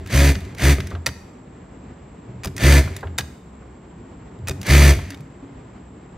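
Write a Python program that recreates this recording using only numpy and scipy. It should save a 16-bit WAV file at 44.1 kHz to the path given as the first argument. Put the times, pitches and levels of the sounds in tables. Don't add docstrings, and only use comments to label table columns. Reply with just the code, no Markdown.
import sys
import numpy as np
from scipy import signal
from scipy.fft import rfft, irfft, next_fast_len
from scipy.io import wavfile
from scipy.ndimage import uniform_filter1d

SR = 44100
rng = np.random.default_rng(int(sys.argv[2]) if len(sys.argv) > 2 else 0)


def generate_wav(signal):
    frames = np.transpose(np.atleast_2d(signal))
    scaled = np.clip(frames, -1, 1) * 32767
    pcm = np.round(scaled).astype(np.int16)
    wavfile.write(sys.argv[1], SR, pcm)


def gain_from_db(level_db):
    decades = np.asarray(level_db, float) / 20
    return 10 ** decades


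N = 272097
TOP_STITCHES_HZ = 70.0


def rms_one(x):
    return x / np.sqrt(np.mean(x ** 2) + 1e-20)


def in_time(tables, rest):
    t = np.arange(N) / SR
    out = np.full((len(tables[0][0]) - 1, N), float(rest))
    for rows in tables:
        s, *columns = np.transpose(rows)
        inside = (t >= s[0]) & (t <= s[-1])
        out[:, inside] = [np.interp(t[inside], s, column) for column in columns]
    return out


def colour(x, points, turn=1):
    size = next_fast_len(N)
    hz = np.arange(size // 2 + 1) * SR / size + 0.0011
    points = np.array(points)
    gain = gain_from_db(np.interp(np.log(hz), np.log(points[:, 0]), points[:, 1]))
    return irfft(rfft(x, size) * gain * turn, size)[..., :N]


def drift(rate):
    r = np.exp(-80 * np.pi * rate / SR)
    noise = rng.standard_normal(N // 40 + 2002)
    slow = signal.lfilter([1], [1, -2 * r, r * r], noise)[2000:]
    return np.interp(np.arange(N) / 40, np.arange(len(slow)), rms_one(slow))


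def resonance(x, hz, width_hz):
    r = np.exp(-np.pi * width_hz / SR)
    poles = [1, -2 * r * np.cos(2 * np.pi * hz / SR), r * r]
    return signal.lfilter([(1 - r * r) / 2, 0, (r * r - 1) / 2], poles, x)


def ring(hz, t60, size):
    t = np.arange(size) / SR
    return np.sin(2 * np.pi * hz * t) * gain_from_db(-60 * t / max(t60, .005))


def add(out, s, sound):
    at = round(s * SR)
    out[at:at + len(sound)] += sound[:N - at]


# multiple of stitch rate, level in dB.
SHAKE_ORDERS = [(3, -27.5), (5, -16), (6, -21), (7, -27), (8, -23), (9, -22), (10, -33)]


def table_shake(angle, speed, once, twice, fourfold):
    higher = sum(gain_from_db(db + 3.5 * drift(12)) * np.cos(k * angle + .9 * k * k + .5 * drift(10))
                 for k, db in SHAKE_ORDERS)
    first = once * (np.cos(angle) + 0.62 * higher)
    third = gain_from_db(4.5) * (1 - speed / TOP_STITCHES_HZ) * np.cos(3 * angle)
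    return first + fourfold * np.sin(4 * angle) - twice * (np.sin(2 * angle) + third)


def contacts(size, per_s, spread_db):
    strengths = gain_from_db(spread_db * np.minimum(rng.exponential(1, size), 5))
    signs = rng.choice([-1, 1], size)
    return rms_one(strengths * signs * (rng.random(size) < per_s / SR))


# frequency in Hz, level in dB per Hz.
RATTLE_COLOUR = [(60, -32.5), (100, -10.5), (200, -5.5), (380, -15), (640, -14), (780, -21), (1300, -21),
                 (2050, -12), (2810, -19.5), (6170, -26), (14400, -32), (15600, -35.5), (16500, -56.5)]
# frequency in Hz,
# width in Hz, level in dB.
CASTING = [(100, 25, 9), (380, 25, 5), (1270, 70, -7), (1620, 70, -2), (1780, 110, 1), (2040, 120, 1),
           (2310, 100, -2), (2450, 60, -2), (3450, 250, -7), (4640, 220, -3), (5760, 200, -9),
           (6200, 260, -3), (8030, 300, -11), (9400, 200, -12)]


def casting_rattle(angle, turns, speed):
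    slots = 630
    one_turn = np.array([contacts(slots, per_s=5000, spread_db=3.0) for draw in "ab"])
    looped = one_turn[:, (turns % 1 * slots).astype(int)]
    hits = 0.45 * looped + np.array([contacts(N, per_s=4500, spread_db=2.5) for draw in "ab"])
    swell = gain_from_db(2.36 * np.cos(angle - 1.9) + 0.75 * np.cos(3 * angle))
    later = np.roll(hits, 5040, axis=1)
    rung = sum((-1) ** k * gain_from_db(db) * resonance(later, hz, width_hz)
               for k, (hz, width_hz, db) in enumerate(CASTING))
    bare = rms_one(colour(hits, RATTLE_COLOUR))
    rattle = rms_one(bare * swell ** .4 + .5 * rms_one(rung) * swell)
    treble = signal.sosfilt(signal.butter(2, 3000, "high", fs=SR, output="sos"), rattle)
    return rattle - treble * (1 - uniform_filter1d(speed, size=900) / TOP_STITCHES_HZ)


# multiple of stitch rate, level in dB over the rattle.
TEETH = [(14, -18.5), (18, -19.5), (23, -21), (25, -13), (26, -21.5), (29, -17), (30, -23.5), (33, -23.5),
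         (35, -13)]


def gear_teeth(angle, speed):
    teeth = sum(gain_from_db(db + 3.0 * drift(12)) * np.sin(k * angle + k * k) for k, db in TEETH)
    return teeth * (speed / TOP_STITCHES_HZ) ** 16


def machine():
    speed, once, twice, fourfold, clatter = drive()
    turns = np.cumsum(speed) / SR
    angle = 2 * np.pi * turns
    shake = table_shake(angle, speed, once, twice, fourfold)
    rattle = casting_rattle(angle, turns, speed)
    rattle[0] += gear_teeth(angle, speed)
    rattle *= gain_from_db(2.5) * clatter
    return shake + rattle[0], rattle[1]


# up to speed in seconds, brake in seconds, table shake in dB,
# second order under it in dB, fourth order under it in dB.
BURSTS = [
    (-.3, -.096, -19, 12, -15),
    (0.161, 0.312, -14, -8, -12.5),
    (0.651, .735, -13.5, -8, -14),
    (2.656, 2.802, -11.5, -8.5, -17.5),
    (4.72, 4.921, -10.5, -8, -33),
]
# seconds from up to speed, shake in dB, second order in dB, rattle in dB.
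RUN_UP = [
    (-.09, -52, -44, -33),
    (-.055, -42, -33, -11.5),
    (-.03, -25, -2.5, -4.5),
    (-.008, -2, 2.5, 0.04),
    (.04, 0.9, 1.2, 0.2),
]
# seconds from the brake, shake in dB, second order in dB, rattle in dB.
RUN_DOWN = [
    (-.015, 0.15, 1, -1),
    (.006, -1, -8.5, -9),
    (0.019, -10, -16, -15),
    (.034, -13.5, -11.5, -17.5),
    (0.093, -39.5, -27, -27),
    (.22, -89, -60.5, -30.5),
]
# seconds from up to speed, share of top speed.
SPIN_UP = [(-.09, .36), (-.045, .72), (-.015, .86), (0, .96), (.025, 1)]
# seconds from the brake, share of top speed.
SPIN_DOWN = [(.012, 1), (.035, .9), (.095, .43), (.22, .3)]


def drive():
    spins, levels = [], []
    for up, brake, db, second, fourth in BURSTS:
        spins.append([(at + s, share) for at, steps in ((up, SPIN_UP), (brake, SPIN_DOWN))
                      for s, share in steps])
        levels.append([(at + s, db + shake, db + second + twice, db + fourth + shake, db - 8.5 + rattle)
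                       for at, steps in ((up, RUN_UP), (brake, RUN_DOWN))
                       for s, shake, twice, rattle in steps])
    speed = TOP_STITCHES_HZ * in_time(spins, rest=.3)[0]
    once, twice, fourfold, rattle = uniform_filter1d(gain_from_db(in_time(levels, rest=-120)), size=250)
    return speed, np.sqrt(2) * once, np.sqrt(2) * twice, np.sqrt(2) * fourfold, rattle


# frequency in Hz, level in dB, t60 in seconds.
LINKAGE_MODES = [(540, -3, .05), (950, -10, .04), (1620, -4, .045), (1900, -1, .03), (2490, 1, .03),
                 (3680, 0, .025), (4600, -7, .02), (4850, -8, .025), (5800, -7, .015), (6500, -5, .02),
                 (7300, -9, .012), (8150, -8, .012), (9200, -10, .012), (11000, -11, .01)]


def clicks(events, mid_top_hz):
    out, t = np.zeros(N), np.arange(4000) / SR
    bands = [signal.butter(4, edges, "band", fs=SR, output="sos")
             for edges in ([300, 1400], [1400, mid_top_hz], [5000, 16000])]
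    for s, db, dull_db, bright_db, loud_hz, t60 in events:
        noise = signal.lfilter([.5], [1, -.75], rng.standard_normal(len(t)))
        crack = noise * gain_from_db(-60 * t / max(.8 * t60, .004))
        own_db = rng.normal(0, 4, len(LINKAGE_MODES))
        modes = sum(gain_from_db(mode_db + extra_db) * ring(hz, min(mode_t60, .9 * t60), len(t))
                    for (hz, mode_db, mode_t60), extra_db in zip(LINKAGE_MODES, own_db))
        struck = (crack + .3 * modes) * (1 - np.exp(-t / .0003))
        parts = [signal.sosfilt(band, struck) for band in bands]
        dull, mid, bright = [part / np.abs(part).max() for part in parts]
        loud_db = bright_db if loud_hz > 5000 else dull_db if loud_hz < 1200 else 0
        loud = ring(loud_hz, t60 * min(.9, 2600 / loud_hz), len(t)) * (1 - np.exp(-t * loud_hz))
        click = gain_from_db(dull_db) * dull + .9 * mid + gain_from_db(bright_db) * bright + .35 * gain_from_db(loud_db) * loud
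        add(out, s - .0008, gain_from_db(db) * click)
    return out


# start in seconds, peak in dB, loudest ring in Hz, extra loss a rebound in dB.
DROPS = [
    (1.0623, -3, 1910, 4),
    (3.1814, -8, 1650, 1),
]
LIFTS = [
    (2.4463, -22.5, 2358, 0.38),
    (4.4841, -21, 2484, 0.27),
]
# seconds after, level in dB, dull part in dB, bright part in dB, t60 in seconds.
DROP = [
    (0, -13, -16, 0, 0.022),
    (.0033, -1.4, -14.5, -3, 0.03),
    (0.0099, -9, -4.5, -7.5, 0.083),
    (.027, -9, -17.5, -15.5, .022),
    (.042, -27, -24, -12.5, 0.035),
]
LIFT = [
    (-.011, -5, -13, -4, 0.018),
    (-.0067, -4.5, -39.5, -9, 0.067),
    (0, -0.6, -5.5, 4, 0.038),
    (0.0109, -1, -4, 1.5, .022),
    (0.026, -4, -8.5, -7.5, 0.057),
]


def foot(moves, pattern):
    return [(s + after, db + step_db - k * loss_db, dull_db, bright_db, hz, t60)
            for s, db, hz, loss_db in moves
            for k, (after, step_db, dull_db, bright_db, t60) in enumerate(pattern)]


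# start in seconds, peak in dB, bright part in dB,
# loudest ring in Hz.
TICKS = [(0.0616, -33, -8, 2710), (.0733, -34, -3, 2210), (0.3535, -23, -25, 1960),
         (0.405, -37, -1.1, 2140), (0.45, -39, -6, 2820), (0.549, -34.5, -5, 2200), (0.584, -32, -2, 2090),
         (.804, -20, -15, 2060), (0.871, -32, 0, 1920), (0.905, -41.5, 2.5, 6100),
         (.9525, -36.5, -20, 2750), (2.5656, -28, 3, 2030), (2.58, -21.5, -4, 1940),
         (2.9651, -28.5, 2.5, 1960), (4.389, -49.5, -10.5, 1300), (4.6149, -32, 4, 2700),
         (4.6307, -27, -4, 2070), (4.6666, -31, 6, 1820), (5.1048, -28, 0.5, 2720),
         (5.121, -32.5, -14, 2130), (5.145, -33, -9.5, 2220), (5.2064, -47.5, 2, 2400),
         (3.008, -43, -1, 5900), (5.174, -40, -11, 2120)]
# start in seconds, peak in dB, dull part in dB,
# loudest ring in Hz, t60 in seconds.
KNOCKS = [(0.784, -31, 5.5, 372.5, 0.013), (0.9128, -38.5, 12, 502, 0.12), (0.951, -36.5, 6, 691, 0.1),
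          (2.4502, -37.5, 8.5, 343, 0.08), (2.876, -33.5, 7, 377, 0.038), (3.03, -38, 13.5, 404, 0.17),
          (3.0713, -34.5, -1, 660, 0.067), (4.4837, -29, -2, 385, 0.055), (4.99, -38, 11.5, 362, 0.079),
          (5.138, -49.5, 10, 355, 0.06)]


def linkage():
    ticks = [(s, db, -16.5, bright_db, hz, 0.037) for s, db, bright_db, hz in TICKS]
    knocks = [(s, db, dull_db, -41, hz, t60) for s, db, dull_db, hz, t60 in KNOCKS]
    metal = ticks + foot(DROPS, DROP) + foot(LIFTS, LIFT)
    return clicks(metal, mid_top_hz=5830) + clicks(knocks, mid_top_hz=3845)


# start in seconds, peak in dB, pitch in Hz, t60 in seconds.
THUDS = [(2.282, -31, 120.7, 0.38), (2.338, -31.5, 119.3, 0.36), (4.388, -30.5, 118.6, 0.64),
         (4.423, -30.5, 90, 0.89), (5.1, -32.5, 277, 0.37), (5.199, -28.5, 149, 0.2),
         (5.42, -36.5, 276, 0.53)]
# seconds after, peak in dB, pitch in Hz, t60 in seconds.
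AFTER_BRAKE = [
    (.047, -16.5, 94.2, 0.12),
    (0.102, -23.5, 78, 0.19),
    (.149, -27.5, 94.5, .25),
]
AFTER_DROP = [
    (-.13, -23, 84, 0.42),
    (-.1, -30.5, 74.9, 0.3),
    (.009, -23.5, 118, .17),
    (0.036, -29, 78, .35),
]
AFTER_LIFT = [
    (.015, -16, 71.3, 0.083),
    (0.049, -34, 85.4, 0.13),
    (.105, -23.5, 97, .14),
]


def pushes():
    out = list(THUDS)
    for causes, column, pattern in ((BURSTS, 1, AFTER_BRAKE), (DROPS, 0, AFTER_DROP), (LIFTS, 0, AFTER_LIFT)):
        for cause in causes:
            out += [(cause[column] + after, *push) for after, *push in pattern if cause[column] + after >= 0]
    return out


# frequency in Hz, level in dB, t60 in seconds.
TABLE_MODES = [(85.2, -9.5, 0.63), (136, -5.5, 0.31), (193, -3.5, 0.14), (278.9, -14, 0.46),
               (385, -3, 0.091), (648, -11.5, 0.1)]


def thuds():
    out, t = np.zeros(N), np.arange(20000) / SR
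    for s, db, hz, t60 in pushes():
        own_db = rng.normal(0, 2.5, len(TABLE_MODES))
        others = sum(gain_from_db(mode_db + extra_db) * ring(mode_hz, mode_t60, len(t))
                     for (mode_hz, mode_db, mode_t60), extra_db in zip(TABLE_MODES, own_db))
        soft_start = 1 - np.exp(-t / 0.00537)
        add(out, s, gain_from_db(db) * (ring(hz, t60, len(t)) + .5 * others) * soft_start)
    return out


def room(x):
    t60_s, level_db, wall_cut_hz = 0.65, -19, 75000
    t, tails = np.arange(SR) / SR, 0
    for low, high in ((250, 1000), (1000, 3000), (3000, 7000), (7000, 11000), (11000, 17000)):
        t60 = t60_s / (1 + np.sqrt(low * high) / wall_cut_hz)
        band = signal.butter(2, [low, high], "band", fs=SR, output="sos")
        tails = tails + signal.sosfilt(band, rng.standard_normal((2, SR))) * gain_from_db(-60 * t / t60)
    tails = tails * (1 - np.exp(-(t / 0.0018) ** 2))
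    tails = tails / np.sqrt(np.sum(tails ** 2) / 2)
    return gain_from_db(level_db) * signal.fftconvolve(x[None], tails, axes=1)[:, :N]


# frequency in Hz, level in dB per Hz.
SHOP_COLOUR = [(22, -51), (40, -6), (60, 2.5), (89, -1.5), (117, 1.5), (260, -2), (438, -7.5), (520, -12.5),
               (1000, -16), (1500, -22), (2100, -24.5), (5500, -41.5), (8000, -41.5), (9200, -81.5),
               (11500, -58), (15500, -77)]
# multiple of the fan rate, level in dB.
FAN = [(1, -54), (2, -62), (3, -54), (4, -56.5), (7, -68.5)]
# frequency in Hz, width in Hz, level in dB.
INVERTER = (7520, 390, -68)


def shop():
    hum = rms_one(colour(rng.standard_normal((2, N)), SHOP_COLOUR))
    hum = hum * gain_from_db(-43 + .6 * drift(2.5) + .8 * drift(14))
    fan_hz = 63.55 * (1 + 0.00614 * drift(1.53))
    fan_angle = 2 * np.pi * np.cumsum(fan_hz) / SR
    drone = sum(gain_from_db(db + 3.5 * drift(2.2)) * np.sin(k * fan_angle) for k, db in FAN)
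    hz, width_hz, db = INVERTER
    whine = resonance(resonance(rng.standard_normal((2, N)), hz, width_hz), hz, width_hz)
    return hum + drone + gain_from_db(db + 0.5 * drift(30.5)) * rms_one(whine)


# frequency in Hz, level in dB.
PORTS_NEAR = [(60, -76.5), (110, -51), (200, -25), (380, -14), (700, -6.5), (1290, -8), (2380, -18),
              (4400, -11), (8120, 0.5), (15000, -2)]
PORTS_FAR = [(60, -40), (110, -41), (200, -26.5), (380, -8.5), (700, -2), (1290, -4), (2380, -9),
             (4400, -4), (8120, -1), (15000, -3)]


def scene():
    stitching, other_rattle = machine()
    near = stitching + linkage()
    diffuse = room(near) + shop()
    near = near + thuds()
    side = .7 * colour(near, PORTS_NEAR, turn=-1j) + .7 * colour(other_rattle, PORTS_NEAR)
    side = side + colour(diffuse[1], PORTS_FAR)
    middle = near + diffuse[0]
    return np.array([middle + side, middle - side])


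def band_limit(x):
    return signal.sosfilt(signal.butter(12, 17030, fs=SR, output="sos"), x)


# frequency in Hz, level in dB.
MICROPHONE = [(15, -20), (28, -6), (45, 0), (20000, -1.5)]


def record(dry):
    rounded = 1.354 * np.tanh(colour(dry, MICROPHONE) / 1.115)
    top_cut = signal.cheby2(10, 60, 16900, fs=SR, output="sos")
    mix = signal.sosfilt(top_cut, rounded)
    return band_limit(mix)


dry = scene()
out = record(dry)
generate_wav(out)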